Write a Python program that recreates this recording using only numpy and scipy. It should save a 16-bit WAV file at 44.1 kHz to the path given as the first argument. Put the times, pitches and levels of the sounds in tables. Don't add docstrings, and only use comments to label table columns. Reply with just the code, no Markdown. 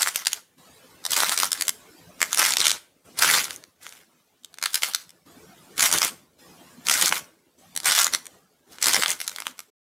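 import sys
import numpy as np
from scipy import signal
from scipy.fft import rfft, irfft
from scipy.io import wavfile
from scipy.ndimage import uniform_filter1d, minimum_filter1d

SR = 44100
rng = np.random.default_rng(int(sys.argv[2]) if len(sys.argv) > 2 else 0)


def pcm_store(signal):
    levels = np.round(np.clip(np.atleast_2d(signal), -1, 1) * 32767)
    wavfile.write(sys.argv[1], SR, levels.astype(np.int16).T)


N = 439236
STEP = 512


# start_s, peak_db (before shading), low_against_high_db, repeat_one_step_later_db (-40: none)
SKIN_CRACKS = [(0.0207, 5, -9, -43), (0.03, 0, -4, -46), (0.062, -10, 6.5, 7), (0.0843, -8.5, -19, -48),
               (0.159, 0, -11, -37), (0.251, -16, -8, -40), (0.2695, 4.5, -10, -42),
               (0.3317, -4.5, -11, -42), (1.0525, -11, -7, 1), (1.1073, -13.5, -20, 6),
               (1.1338, -4.5, -8, -40), (1.1659, 2, -6, -40.5), (1.1895, -8.5, -0.5, -11.5),
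               (1.2039, -4, -3, -44), (1.2228, -10.5, 15, 7), (1.2945, -3, -0.5, -42),
               (1.3233, -14, -6, -23.5), (1.3765, 2.5, -3.5, -40), (1.3888, -11, -16, -44),
               (1.4008, 3, -13, -38.5), (1.4331, -3.5, 5.5, -41), (1.4437, -8, -18.5, -4),
               (1.5186, -6, -8.5, 1.5), (1.6106, -5.5, -15.5, 2), (1.6816, -5, -10.5, 1),
               (2.205, -19.5, -0.5, -43.5), (2.217, -3.5, 4.5, 5.5), (2.3304, -1.5, -7, -39.5),
               (2.3465, -3.5, -14.5, -42), (2.3746, -1, -7.5, -38.5), (2.3838, -3, -13, -39.5),
               (2.394, -4, -7.5, -41.5), (2.418, 3, 0, -40), (2.4292, -3.5, 2, -42.5),
               (2.442, -6, -7.5, -39.5), (2.4527, -4.5, -7.5, -38.5), (2.462, -3.5, -3.5, -42.5),
               (2.4918, -6.5, -13.5, -38), (2.5, -11, -6, -42.5), (2.5078, -5.5, -11.5, -40),
               (2.5222, -5.5, -11.5, -40), (2.5371, -2.5, -4, -39), (2.5696, 0, -6, -41.5),
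               (2.5849, -8, -6.5, -41.5), (2.604, -1, -9, -42), (2.615, -5, -11.5, -36),
               (2.648, -8.5, -10.5, -5), (2.651, -7.5, -13, -6), (2.6558, -2.5, -6.5, 12),
               (2.6817, 3.5, -16, -40.5), (2.6963, -5, -10, -45), (2.7062, -4.5, -15, -40),
               (2.716, -1.5, -7, -45), (3.189, -9.5, -16, -40.5), (3.193, -7, -13.5, -39),
               (3.1965, -8, -13.5, -37.5), (3.2242, -4.5, 10.5, -15.5), (3.235, -3.5, 9, 3.5),
               (3.3124, -3.5, -5.5, -44.5), (3.3519, -7, -0.5, -4), (3.378, -9.5, 13, -44),
               (3.443, -12, -18, -35), (3.4706, -28.5, 4, 8), (3.5078, -11, 1, -40),
               (3.53, -23.5, -19, -38), (3.562, -20.5, -37, -46), (3.639, -29.5, 2, -43),
               (3.8668, -21.5, -1, -40), (3.892, -29, -15, -40), (3.925, -26, 3, -40),
               (4.447, -22.5, -13, -39.5), (4.542, -28, -8, -43), (4.5858, -20.5, -4, -31),
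               (4.627, -10.5, 2, 0), (4.6585, -4.5, -2.5, -40), (4.6613, -7, 7, -45.5),
               (4.744, -5, -13, -1), (4.7767, -17, -3.5, -42), (4.8339, 5, -1.5, -46),
               (4.879, -29, -3, -41), (4.948, 1, -11, -45), (5.0936, -34, -12, 0), (5.7802, -8.5, -6, -44),
               (5.7955, -5.5, -5.5, 7.5), (5.822, -1.5, -15.5, -44.5), (5.8614, -3, -7.5, -40.5),
               (5.9148, -4.5, -8.5, -38.5), (5.927, -2, -11, -35), (5.9385, -4.5, -6, -35),
               (5.9854, -1, -18, -34), (6.0184, 1, 6.5, -4), (6.0484, -4, -15, -40.5),
               (6.8694, -6.5, -2.5, -43), (6.8858, -5, -5, 5.5), (6.912, 2.5, -5, -42),
               (6.9398, -4, -11.5, -40), (6.961, -14, -5, -40), (7.0133, -1.5, -14, -33),
               (7.025, -1.5, -7, -36.5), (7.0592, -0.5, -14, -37), (7.0804, -1, -26, -41.5),
               (7.0926, -5.5, -18, -42.5), (7.125, 1.5, 11, -36.5), (7.7637, -11.5, -12, 0.5),
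               (7.8024, -12.5, -11.5, -43.5), (7.8336, -22, -2.5, 6.5), (7.8581, 3, -5, -44),
               (7.8773, -10.5, -14.5, -2), (7.9204, 1, 0, -36.5), (7.951, -5.5, -15.5, -6),
               (7.9736, -17, -15, -44), (7.989, -1, -14.5, -38.5), (8.018, -4, -17, -10),
               (8.0327, -5, -29.5, -35.5), (8.0447, 2, -22, -33.5), (8.0677, -1, -4, -39),
               (8.137, -5.5, -3, 4.5), (8.256, -26, -2, 7), (8.785, -21.5, 1, -43),
               (8.8257, -4, -13, -40.5), (8.8282, 0, -17, -46), (8.8428, -3, -8.5, -39),
               (8.8585, 6, -6.5, -40), (8.8689, 0.5, -7, -43), (8.8838, 1, -15, -37.5),
               (8.9333, 1, -1, -40.5), (8.9366, 2, -10, -43), (8.965, -4.5, 8.5, -17.5),
               (8.9964, -10, -6, -40), (9.0237, -8.5, 0, 13.5), (9.0606, -0.5, 8, -44.5),
               (9.0814, -8, -34, -14), (9.093, -19.5, -31, 14), (9.2032, -14.5, -7.5, 3.5),
               (9.2787, -7, -12.5, -46.5), (9.282, -16, -7, -40), (9.295, -19, -5.5, -40),
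               (9.3619, -16.5, -5, -41), (9.3851, -18.5, 8, -43), (9.403, -15.5, 2, -41),
               (9.422, -16.5, 8, -40), (9.4685, -5.5, 6, -31), (9.5924, -19, 2, -8)]


def cracks():
    start_s, peak_db, low_db, repeat_db = np.transpose(SKIN_CRACKS)
    out = np.zeros((2, N + 4 * STEP))
    sounds = snaps(low_db, count=len(start_s)) * amp(peak_db)[:, None, None]
    starts = np.round(start_s * SR).astype(int)
    for at, repeat, sound in zip(starts, amp(repeat_db), sounds):
        out[:, at:at + 1024] += sound
        out[:, at + STEP:at + STEP + 1024] += repeat * sound
    return out[:, 256:N + 256]


# frequency_hz, relative_density_db (per Hz)
CLAY_SPECTRUM = [(60, -55), (120, -38.5), (264, -20.5), (389, -18), (1420, 3), (1800, -2), (2090, -1),
                 (2650, -7), (3300, -2.5), (8970, -5), (14800, -12), (16500, -30.5)]


def snaps(low_db, count):
    t, hz = np.arange(-256, 768) / SR, np.fft.rfftfreq(1024, 1 / SR)
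    noise = rng.standard_normal((count, 2, 1024))
    vary_life, vary_pitch, vary_dull, vary_bounce = (noise[:, :1, k:k + 1] for k in range(4))

    body_s = 0.0014 * amp(3 * vary_life)
    body = 0.5 * np.exp(-(t / body_s) ** 2)
    rattle = 0.13 * np.exp(-t / 0.0051)
    onset = 0.18 * np.exp(-abs(t) / 0.0014)
    spike = np.exp(-abs(t) / 0.00016)
    shape = spike + np.where(t < 0, onset, body + rattle)
    noise[:, :, 256] = 2.13 * np.sign(noise[:, :, 256])

    tilt_db = np.reshape(low_db, (-1, 1, 1)) / (1 + (hz / 3100) ** 4)
    piece_hz = 4500 * amp(4.6 * vary_pitch)
    ring_db = 0.88 / (1 + ((hz - piece_hz) / (0.25 * piece_hz)) ** 2)
    dull_db = (-4 + 0.55 * vary_dull) * (hz / 12000) ** 2
    bounce_s = 0.000369 * amp(1.6 * vary_bounce)
    bounce = 1 + 0.3 * np.exp(-2j * np.pi * hz * bounce_s)

    colouring = bounce * amp(read(CLAY_SPECTRUM, hz) + tilt_db + ring_db + dull_db)
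    out = irfft(rfft(noise * shape) * colouring)
    return out / abs(out[:, :1]).max(axis=2, keepdims=True)


def crumbling():
    grains_per_s, kinds = 600, 40
    size_db = 3.6 * np.minimum(rng.exponential(1, N), 2.6)
    size = amp(size_db) * (rng.random(N) < grains_per_s / SR)
    kind, swarm = rng.integers(0, kinds, N), np.zeros((2, N))
    for k, sound in enumerate(snaps(rng.normal(-2.3, 2.5, kinds), count=kinds)):
        grains = (size * (kind == k))[None]
        swarm += signal.oaconvolve(grains, sound, "full", axes=1)[:, 256:N + 256]

    hiss = colour(rng.standard_normal((2, N)), CLAY_SPECTRUM)
    hiss = colour(hiss, [(6000, 1.8), (15000, 6.9)])
    clumps = amp(2.4 * evened(uniform_filter1d(rng.standard_normal(N), 300)))
    grit = (0.66 * evened(swarm) + 0.49 * evened(hiss)) * clumps
    grit = patchy(grit, patch_db=3.0, count=256, size=6, order=7)
    doubled = grit + 0.3 * later(grit, count=1)
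    return evened(doubled) * amp(squeeze_db() - 3.5)


# start_s, held_s, squeeze_level_at_start_db
CORE_SLIPS = [(0, 0.043, -22.5), (.075, 0.0085, -20.5), (0.161, 0.05, -30.5), (.27, .11, -36.5),
              (1.05, 0.043, -40.5), (1.12, 0.023, -21.5), (1.17, 0.13, -18.5), (1.32, 0.0091, -20),
              (1.39, 0.077, -23.5), (1.53, 0.063, -31.5), (1.62, 0.037, -34.5), (2.215, 0.11, -33.5),
              (2.33, 0.025, -28), (2.385, 0.064, -17.5), (2.441, 0.089, -18.5), (2.6, 0.037, -21),
              (2.66, 0.082, -25.5), (3.19, .03, -29), (3.222, 0.17, -14.5), (3.301, 0.094, -17.5),
              (3.44, 0.0056, -27), (3.5, 0.046, -39), (3.832, 0.19, -44), (4.63, 0.077, -36),
              (4.749, 0.028, -29), (4.834, 0.055, -26.5), (4.951, 0.062, -42.5), (5.792, 0.06, -23.5),
              (5.828, 0.053, -16.5), (5.935, 0.042, -17.5), (6.019, 0.058, -21), (6.876, 0.046, -26),
              (6.915, 0.15, -16.5), (7.02, 0.068, -19), (7.13, 0.045, -25), (7.77, 0.046, -47.5),
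              (7.862, 0.15, -16), (7.958, 0.1, -17.5), (8.138, 0.0053, -26), (8.719, 0.12, -47),
              (8.831, 0.051, -25.5), (8.872, 0.028, -17), (8.934, 0.09, -18.5), (9.089, 0.03, -22),
              (9.205, 0.033, -35.5), (9.281, 0.056, -43), (9.36, 0.093, -48), (9.47, 0.012, -36),
              (9.589, 0.03, -51.5)]
RISE_DB_PER_S, SAG_DB_PER_S, FALL_DB_PER_S, STILL_DB = 802.5, 48, 400, -73.5


def squeeze_db():
    t, power = np.arange(0, N + 64, 64) / SR, amp(2 * STILL_DB)
    for start_s, held_s, level_db in CORE_SLIPS:
        rise_db = RISE_DB_PER_S * np.maximum(start_s - t, 0)
        sag_db = SAG_DB_PER_S * np.clip(t - start_s, 0, held_s)
        fall_db = FALL_DB_PER_S * np.maximum(t - start_s - held_s, 0)
        slip_db = level_db - sag_db - fall_db - rise_db
        power = power + amp(2 * np.maximum(slip_db, -150))
    return np.interp(np.arange(N) / SR, t, 10 * np.log10(power))


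# time_s, relative_push_db, near_4_khz_db, above_9_khz_db
GRIPS = [(.2, 2, -0.5, -0.5), (1.3, -6, -0.5, 0.5), (2.35, -6.5, -3.5, -0.5), (2.651, 6, 2.5, -4.5),
         (3.299, 6.5, -0.5, -0.5), (4.749, -10, 3.5, 2), (5.9, 6.5, -3, -0.5), (6.951, 5.5, -2, 0),
         (7.95, 1, 0.5, -1.5), (8.9, 7.5, -0.5, -2), (9.301, -8, 0, 2)]


def shaded(x):
    time_s, _, middle_db, top_db = np.transpose(GRIPS)
    hz, t, z = signal.stft(x, SR, nperseg=256)
    middle = np.exp(-((hz - 4000) / 1200) ** 2)
    top = 1 / (1 + (9000 / (hz + 1)) ** 6)
    middle_shade_db = middle[:, None] * np.interp(t, time_s, middle_db)
    top_shade_db = top[:, None] * np.interp(t, time_s, top_db)
    return signal.istft(z * amp(middle_shade_db + top_shade_db), SR, nperseg=256)[1][:, :N]


# frequency_hz, relative_density_db (per Hz)
PUSH_SPECTRUM = [(25, -23), (60, -8), (130, -2), (300, 1), (600, -1.5), (1200, -47.5)]


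def push():
    lumps = amp(5.5 * evened(uniform_filter1d(rng.standard_normal(N), 1500)))
    time_s, push_db = np.transpose(GRIPS)[:2]
    weight_db = np.interp(np.arange(N) / SR, time_s, push_db)
    rumble = evened(colour(rng.standard_normal((2, N)), PUSH_SPECTRUM) * lumps)
    return rumble * amp(0.45 * squeeze_db() + weight_db - 42.0)


# frequency_hz, t60_s
WALL_DECAY = [(200, 0.56), (1500, 0.4), (6000, 0.29), (15000, 0.38)]


def room(x):
    hz, t, z = signal.stft(rng.standard_normal((2, SR // 2)), SR, nperseg=256)
    decay_db = -60 * t / read(WALL_DECAY, hz)[:, None]
    tail = signal.istft(z * amp(decay_db), SR, nperseg=256)[1]
    return signal.fftconvolve(x[:1], tail / np.linalg.norm(tail[0]), axes=1)[:, :N]


# frequency_hz, relative_density_db (per Hz)
AIR_SPECTRUM = [(18, -58.5), (30, -20), (158, -1), (206, -1.5), (255, -1), (388, -3.5), (432, -3.5),
                (2000, -13.5), (7470, -17.5), (14800, -22.5), (16500, -42)]
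# start_s, level_db (before the side gains), sink_start_s
AIR_STEPS = [(0, -66, 0.13), (0.577, -53, 2.6), (3.047, -52.5, 3.59), (3.799, -64, 4.2), (4.5, -63, 5.2),
             (5.257, -52.5, 6.15), (6.386, -52, 7.226), (7.58, -55.5, 8.35), (8.67, -58, 9.5)]
SINK_DB_PER_S, SUNK_DB = 100.5, -67.5


def air():
    t = np.arange(N) / SR
    steps = np.transpose(AIR_STEPS)
    current = np.maximum(np.searchsorted(steps[0], t) - 1, 0)
    _, start_db, sink_s = steps[:, current]
    sunk_db = np.maximum(start_db - SINK_DB_PER_S * np.maximum(t - sink_s, 0), SUNK_DB)
    level_db = uniform_filter1d(sunk_db, size=600)
    noise = colour(rng.standard_normal((2, N)), AIR_SPECTRUM)
    noise = patchy(noise, patch_db=5.0, count=1024, size=3, order=4)
    hiss = amp(-75.5) * evened(np.diff(rng.standard_normal((2, N + 1))))
    return noise * amp(level_db) + hiss


def amp(db):
    return 10 ** (np.asarray(db) / 20)


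def evened(x):
    return x / np.sqrt(np.mean(x ** 2) + 1e-20)


def read(points, hz):
    f, value = np.transpose(points)
    return np.interp(np.log(hz + 1), np.log(f + 1), value)


def colour(x, points):
    size = x.shape[-1]
    return irfft(rfft(x) * amp(read(points, np.fft.rfftfreq(size, 1 / SR))), size)


def later(x, count):
    return np.roll(x, count * STEP, -1)


def patchy(x, patch_db, count, size, order):
    z = signal.stft(x, nperseg=count)[2]
    patches = uniform_filter1d(rng.standard_normal(z.shape[1:]), size, 0)
    patches = evened(uniform_filter1d(patches, order, 1))
    return evened(signal.istft(z * amp(patch_db * patches), nperseg=count)[1][:, :N])


# frequency_hz, side_gain_db
SIDE_GAIN = [(40, -18), (1500, -38.5), (5000, -31), (7500, -23.5), (8800, -10), (15000, -2)]


def scene():
    clay = shaded(cracks() + crumbling())
    air_gain = amp([[0], [-4]])
    mid, side = clay + amp(-18.0) * room(clay) + push() + air_gain * air()
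    side = colour(side, SIDE_GAIN)
    return np.array([mid + side, mid - side])


EDGE_HZ = 15900


def record(dry):
    ghosted = dry + 0.14 * later(dry, count=-1) + 0.13 * later(dry, count=1)
    limit_gain = np.minimum(0.95 / (abs(ghosted).max(axis=0) + 1e-9), 1)
    ghosted *= uniform_filter1d(minimum_filter1d(limit_gain, size=81), size=41)
    ghosted *= np.clip((9.703 - np.arange(N) / SR) / 0.0051, 0, 1)
    lowpass = signal.firwin(301, EDGE_HZ, window=("kaiser", 9), fs=SR)
    return signal.oaconvolve(ghosted, lowpass[None], "same")


dry = scene()
out = record(dry)
pcm_store(out)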